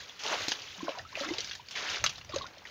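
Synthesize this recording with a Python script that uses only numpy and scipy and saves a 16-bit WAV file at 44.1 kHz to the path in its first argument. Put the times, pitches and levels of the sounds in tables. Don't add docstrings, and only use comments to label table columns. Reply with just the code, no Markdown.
import sys
import numpy as np
from scipy import signal
from scipy.fft import rfft, irfft
from scipy.io import wavfile

SR = 44100
rng = np.random.default_rng(int(sys.argv[2]) if len(sys.argv) > 2 else 0)


def persist_wave(psi):
    counts = np.round(np.clip(psi, -1, 1) * 32767).astype(np.int16)
    wavfile.write(sys.argv[1], SR, np.atleast_2d(counts).T)


N = 119070
TIME = np.arange(N) / SR
IMPACT_ATTACK_S = .0009


def from_db(db):
    return 10 ** (np.asarray(db) / 20)


def rms_one(x):
    return x / np.sqrt(np.mean(x ** 2) + 1e-20)


def level(rows):
    times, db = np.transpose(rows)
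    active = (TIME > times[0] - .03) * (TIME < times[-1] + .03)
    return from_db(np.interp(TIME, times, db)) * active


def colour(x, points):
    hz, db = np.transpose(points)
    f = np.fft.rfftfreq(len(x), 1 / SR) + 1
    gain = from_db(np.interp(np.log(f), np.log(hz), db))
    return rms_one(irfft(rfft(x) * gain, len(x)))


def noise(length):
    return rng.standard_normal(length)


def add(out, start_s, sound):
    i = int(np.clip(start_s * SR, 0, N - 1))
    out[i:i + len(sound)] += sound[:N - i]


def flicker(x):
    depth_db, speed_hz = 2.5, 45
    octave = np.log2(np.fft.rfftfreq(N, 1 / SR) + 1)
    centres = np.arange(8, 14.1, .5)
    slow = signal.butter(2, speed_hz, fs=SR, output="sos")
    spectrum, out = rfft(x), np.zeros(N)
    for weights in np.eye(len(centres)):
        wander = rms_one(signal.sosfilt(slow, noise(N)))
        band = irfft(spectrum * np.interp(octave, centres, weights), N)
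        out += band * from_db(depth_db * wander)
    return rms_one(out)


def droplets(per_s, spread_db, cycles, hiss):
    pitches = np.geomspace(300, 14000, 44)
    shares = pitches ** .7 / np.sum(pitches ** .7)
    out = np.zeros(N)
    for hz, share in zip(pitches, shares):
        count = int(per_s * share * N / SR) + 1
        when, size, sign = rng.random((count, 3)).T
        loudness_db = spread_db * np.minimum(-np.log(1 - size), 3.5)
        sizes = from_db(loudness_db) * np.sign(sign - .5)
        clicks = np.bincount((when * N).astype(int), sizes, N) + 1e-12 * TIME
        r, w = from_db(-60 * hz / (cycles * SR)), 2 * np.pi * hz / SR
        ringing = signal.lfilter([1, 0, -1], [1, -2 * r * np.cos(w), r * r], clicks)
        out += np.sqrt(hz) * rms_one(ringing)
    return flicker(np.sqrt(1 - hiss) * rms_one(out) + np.sqrt(hiss) * noise(N))


def spray():
    # time_s, level_db
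    sheets = [
        [(.185, -62), (.2, -42), (.228, -42), (.255, -36), (.325, -30.5), (.375, -37.5), (.44, -36), (.53, -64),
         (.68, -52)],
        [(1.67, -76), (1.745, -71), (1.76, -35.5), (1.82, -38), (1.9, -34), (1.945, -32.5), (2.0, -41.5),
         (2.09, -63), (2.16, -74)],
    ]
    # (relative, per Hz)
    sheet_tones = [
        [(100, -18.5), (200, -9), (400, -11.5), (900, -9.5), (1600, -5), (3000, -2.5), (5000, -8), (6500, -8),
         (16000, -12)],
        [(100, -13), (200, -9.5), (400, -7.5), (900, -5), (1600, 1), (3500, 0), (5000, -4.5), (6500, -7),
         (16000, -10.5)],
    ]
    out = np.zeros(N)
    for sheet, tone in zip(sheets, sheet_tones):
        drops = droplets(per_s=6000, spread_db=3, cycles=9.9, hiss=.44)
        out += level(sheet) * colour(drops, tone)
    return out


def slaps():
    # start_s, level_db (at the envelope's peak), decay_s, centre_hz, width_octaves
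    slap_events = [(.001, -42.5, 0.012, 3520, 1.04), (0.093, -38.5, 0.0035, 3270, 0.13),
                   (0.191, -41, 0.014, 4550, 1), (.235, -31.5, 0.009, 4100, 1.6),
                   (.262, -29.5, 0.0045, 2850, 0.3), (0.4814, -22, 0.0085, 5940, 1.33),
                   (0.511, -29, 0.0011, 3680, 0.55), (0.5171, -22, 0.0041, 2530, 1.1),
                   (0.618, -39, 0.0055, 3800, 0.5), (0.889, -39, 0.017, 2970, 0.55),
                   (0.985, -36.5, 0.0032, 3910, 0.42), (1.1527, -30.5, 0.0032, 2750, 0.27),
                   (1.1575, -36, 0.0016, 1980, 0.36), (1.201, -31, 0.0028, 4100, 0.32),
                   (1.2329, -33, 0.0046, 1300, 0.74), (1.245, -34, .006, 1900, 0.87),
                   (1.287, -40, 0.015, 2220, 1.5), (1.336, -33.5, 0.0044, 3430, 0.71),
                   (1.382, -27, 0.0046, 3900, 0.62), (1.404, -31, 0.0085, 4500, 0.57),
                   (1.4436, -32.5, 0.0019, 4380, 0.44), (1.471, -40, 0.0047, 4470, 0.27),
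                   (1.4932, -37.5, 0.0034, 4100, 0.23), (1.511, -31, 0.0023, 2400, 0.75),
                   (1.532, -39, .003, 4500, 0.17), (1.551, -33.5, 0.0032, 5050, 2.4),
                   (1.684, -40, .004, 3520, 0.63), (1.709, -34.5, .008, 4900, 0.89),
                   (1.753, -33.5, 0.0083, 2810, 0.45), (1.898, -31.5, 0.0085, 2950, 0.95),
                   (2.0395, -16.5, 0.0064, 4260, 1.8), (2.0618, -19.5, 0.0047, 3150, 0.76),
                   (2.093, -30.5, 0.0063, 3500, 1.6), (2.156, -40.5, .003, 3940, 0.15),
                   (2.1799, -38.5, 0.0037, 3300, 1.4), (2.211, -43.5, 0.0072, 2070, 0.61),
                   (2.246, -41.5, .003, 4500, 2.7), (2.292, -43.5, 0.014, 2800, 0.91),
                   (2.3206, -42, 0.0098, 3240, 0.23), (2.34, -36.5, 0.0073, 3400, .9),
                   (2.359, -28.5, 0.0037, 3630, 1.3), (2.383, -35, 0.0047, 4000, 0.38),
                   (2.418, -37, 0.007, 3780, 0.21), (2.465, -42, 0.0042, 3740, 0.62),
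                   (2.581, -45.5, 0.0021, 3840, 0.48), (2.652, -39.5, 0.0073, 1790, 0.55),
                   (2.67, -45.5, 0.0086, 3680, 0.2)]
    skirt_db, splatter_db, splatter_s = -17, -14, .02
    uneven_db, ring_width_hz = 8, 200
    crackle_db, crackle_s = 2, .00104
    out, t = np.zeros(N), TIME[:SR // 6]
    f = np.fft.rfftfreq(len(t), 1 / SR) + 1
    attack = 1 - np.exp(-(t / IMPACT_ATTACK_S) ** 2)
    splatter = from_db(splatter_db) * np.exp(-t / splatter_s)
    for start_s, db, decay_s, hz, octaves in slap_events:
        bumps = np.interp(f / ring_width_hz, np.arange(200), rng.uniform(-1, 1, size=200))
        crater = from_db(uneven_db * bumps)
        shape = np.exp(-.5 * (np.log2(f / hz) / octaves) ** 2) + from_db(skirt_db)
        burst = rms_one(irfft(rfft(noise(len(t))) * shape * crater, len(t)))
        envelope = attack * (np.exp(-t / decay_s) + splatter)
        crackle = from_db(crackle_db * np.interp(t / crackle_s, np.arange(300), noise(300)))
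        size = from_db(db) * np.sqrt(np.mean(envelope ** 2)) / envelope.max()
        add(out, start_s, size * rms_one(burst * crackle * envelope))
    return out


def thuds():
    # start_s, level_db (at the envelope's peak)
    thud_events = [(0.481, -30.5), (0.515, -39), (2.04, -42), (2.179, -46)]
    # (relative, per Hz)
    thud_tone = [(40, -28), (120, -14), (280, 13.5), (500, -2.5), (1200, -3), (5000, -60)]
    decay_s = .0028
    out, t = np.zeros(N), TIME[:SR // 10]
    envelope = (1 - np.exp(-t / IMPACT_ATTACK_S)) * np.exp(-t / decay_s)
    envelope /= envelope.max()
    for start_s, db in thud_events:
        add(out, start_s, from_db(db) * envelope * colour(noise(len(t)), thud_tone))
    return out


def churn():
    # time_s, level_db
    churn_level = [(0, -44), (.06, -47), (.16, -50), (.5, -38.5), (.62, -45), (.75, -45), (.9, -45),
                   (1.0, -48.5), (1.06, -54), (1.1, -49.5), (1.145, -48.5), (1.19, -36.5), (1.25, -40),
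                   (1.36, -43), (1.41, -40.5), (1.52, -44), (1.64, -55.5), (1.75, -42.5), (1.95, -55),
                   (2.12, -44), (2.25, -57), (2.36, -47.5), (2.45, -52.5), (2.53, -55), (2.64, -57.5),
                   (2.67, -51), (2.7, -46)]
    # (relative, per Hz)
    churn_tone = [(150, -16), (400, -26.5), (800, -19.5), (1500, -1.5), (3000, 2.5), (5000, -2.5),
                  (6500, -4.5), (16000, -2.5)]
    trickle = droplets(per_s=1800, spread_db=4, cycles=52, hiss=.7)
    return level(churn_level) * colour(trickle, churn_tone)


def slosh():
    # time_s, level_db
    slosh_level = [(0, -55.5), (.16, -60.5), (.22, -62), (.255, -39), (.295, -39.5), (.33, -31.5),
                   (.375, -43), (.44, -50), (.56, -50.5), (.7, -60.5), (.8, -55.5), (.89, -47.5),
                   (.99, -49.5), (1.08, -67.5), (1.16, -50), (1.24, -45.5), (1.34, -47), (1.44, -56.5),
                   (1.66, -66.5), (1.82, -45.5), (1.94, -55), (2.03, -54.5), (2.15, -62), (2.26, -62.5),
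                   (2.36, -47.5), (2.5, -55), (2.6, -59.5), (2.7, -55.5)]
    # (relative, per Hz)
    slosh_tone = [(100, -31), (220, -5), (350, -6), (600, -1.5), (900, -2), (1300, -4), (2200, -8.5),
                  (5000, -30)]
    bubbles = droplets(per_s=10000, spread_db=2, cycles=17, hiss=.22)
    return level(slosh_level) * colour(bubbles, slosh_tone)


def glugs():
    # start_s, pitch_hz (at the start), level_db (envelope peak),
    # ring_s (to fade 60 dB), rise_octaves_per_s (at the start)
    pockets = [(.78, 194.4, -48, 0.31, -3.5), (0.804, 1033, -37, 0.045, 2), (0.828, 282, -30.5, 0.034, 9),
               (0.84, 330, -40, 0.15, 0), (0.87, 1430, -38.5, 0.013, 19), (0.879, 1025, -27.5, 0.026, 4.5),
               (.881, 617, -26, 0.014, 15), (.886, 275, -38.5, 0.047, 4), (.889, 503, -28.5, 0.044, 29),
               (0.918, 1030, -44, 0.031, -1), (.95, 1005, -44.5, 0.062, -7), (.973, 946, -36, 0.016, 0),
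               (.977, 720, -36.5, 0.064, 1), (.993, 1855, -35.5, 0.016, -8), (.998, 722, -41, 0.034, 2),
               (1.049, 1220, -41, 0.044, 11), (1.126, 950, -42, 0.028, 25), (1.171, 616, -33.5, 0.026, 0),
               (1.207, 559, -31, 0.094, 1.5), (1.208, 253, -38, 0.092, 9), (1.195, 1315, -40, 0.019, 0),
               (1.246, 1048, -38, 0.055, 11), (1.256, 270.3, -40, 0.33, 17.5), (1.282, 275, -37, 0.056, 3),
               (1.286, 2034, -35, 0.063, 3.5), (1.306, 301, -27.5, 0.079, 14), (1.345, 820, -42, 0.021, 8),
               (1.385, 437, -38.5, 0.028, 16), (1.595, 923, -41.5, 0.023, 8),
               (2.04, 1221, -22.5, 0.019, 15.5), (2.294, 563, -41.5, 0.057, 12),
               (2.321, 1190, -41, 0.015, 12), (2.334, 1064, -33, 0.057, 8), (2.338, 343, -34.5, 0.047, 5),
               (2.36, 508, -24.5, 0.04, 19), (2.381, 970, -51, 0.042, 7), (2.409, 1093, -34.5, 0.05, 1.5),
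               (2.4, 724, -47, .02, 2), (2.441, 1033, -35.5, 0.019, 6), (2.453, 1345, -41.5, 0.061, 9),
               (2.57, 570, -47.5, 0.025, 11)]
    swell_s, roughness = .0033, .14
    out, t = np.zeros(N), TIME[:SR // 5]
    swell = 1 - np.exp(-(t / swell_s) ** 2)
    for start_s, hz, db, ring_s, rise in pockets:
        wobble = colour(noise(len(t)), [(100, 2), (300, -3.5), (2000, -38)])
        pitch = hz * (1 + np.log(2) * rise * t)
        tone = np.sin(2 * np.pi * np.cumsum(pitch) / SR)
        envelope = swell * np.exp(-np.log(1000) * t / ring_s)
        envelope /= envelope.max()
        add(out, start_s, from_db(db) * envelope * tone * (1 + roughness * wobble))
    return out


def scatter(x, level_db, fade_s):
    t = TIME[:SR // 3]
    hits = noise(len(t)) * (rng.random(len(t)) < 1500 / SR)
    echoes = hits * (t > .005) * np.exp(-np.log(1000) * t / fade_s)
    echoes /= np.sqrt(np.sum(echoes ** 2))
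    return from_db(level_db) * signal.fftconvolve(x, echoes)[:N]


def breeze():
    # time_s, level_db
    gusts = [(0, -64.5), (.3, -82), (.43, -53.5), (.48, -89), (.58, -67), (.71, -59.5), (.9, -83),
             (1.02, -56.5), (1.15, -67), (1.38, -59), (1.6, -65), (1.85, -73.5), (1.91, -54.5), (1.97, -73),
             (2.02, -45), (2.08, -54), (2.2, -58), (2.28, -54.5), (2.41, -50), (2.5, -68), (2.7, -64)]
    # (relative, per Hz)
    rumble_tone = [(20, -25), (40, -17), (60, -6.5), (88, -0.5), (120, -4), (170, -12.5), (300, -22.5),
                   (1000, -42)]
    return level(gusts) * colour(noise(N), rumble_tone)


def open_air():
    # (relative, per Hz)
    air_tone = [(30, -20), (150, 4), (500, -1.5), (1500, -33), (4000, -30), (8000, -8.5), (16000, 4)]
    return from_db(-53) * colour(noise(N), air_tone)


def scene():
    water = spray() + slaps() + thuds() + churn() + slosh()
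    pockets = glugs()
    off_banks = scatter(water, level_db=-15.5, fade_s=.075)
    off_legs_and_banks = scatter(pockets, level_db=-12.5, fade_s=.067)
    return (water + pockets + off_banks + off_legs_and_banks + breeze() + open_air())[None]


def record(dry):
    # (relative, per Hz)
    hiss_tone = [(8000, -15), (11500, -13), (13800, -14), (14900, -2), (15500, -2), (16000, -13)]
    edge_hz, peak_hz, cutoff_hz = 6692, 15000, 16300
    leak_db, peak_db, hiss_db = -28, -26, -78.5
    body = signal.sosfilt(signal.butter(18, edge_hz, fs=SR, output="sos"), dry)
    leak = signal.sosfilt(signal.butter(4, edge_hz, "high", fs=SR, output="sos"), dry)
    peak = signal.lfilter(*signal.iirpeak(peak_hz, 16, fs=SR), leak)
    hiss = from_db(hiss_db) * colour(noise(N), hiss_tone)
    heard = body + from_db(leak_db) * leak + from_db(peak_db) * peak + hiss
    return signal.sosfilt(signal.cheby2(20, 70, cutoff_hz, fs=SR, output="sos"), heard)


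dry = scene()
out = record(dry)
persist_wave(out)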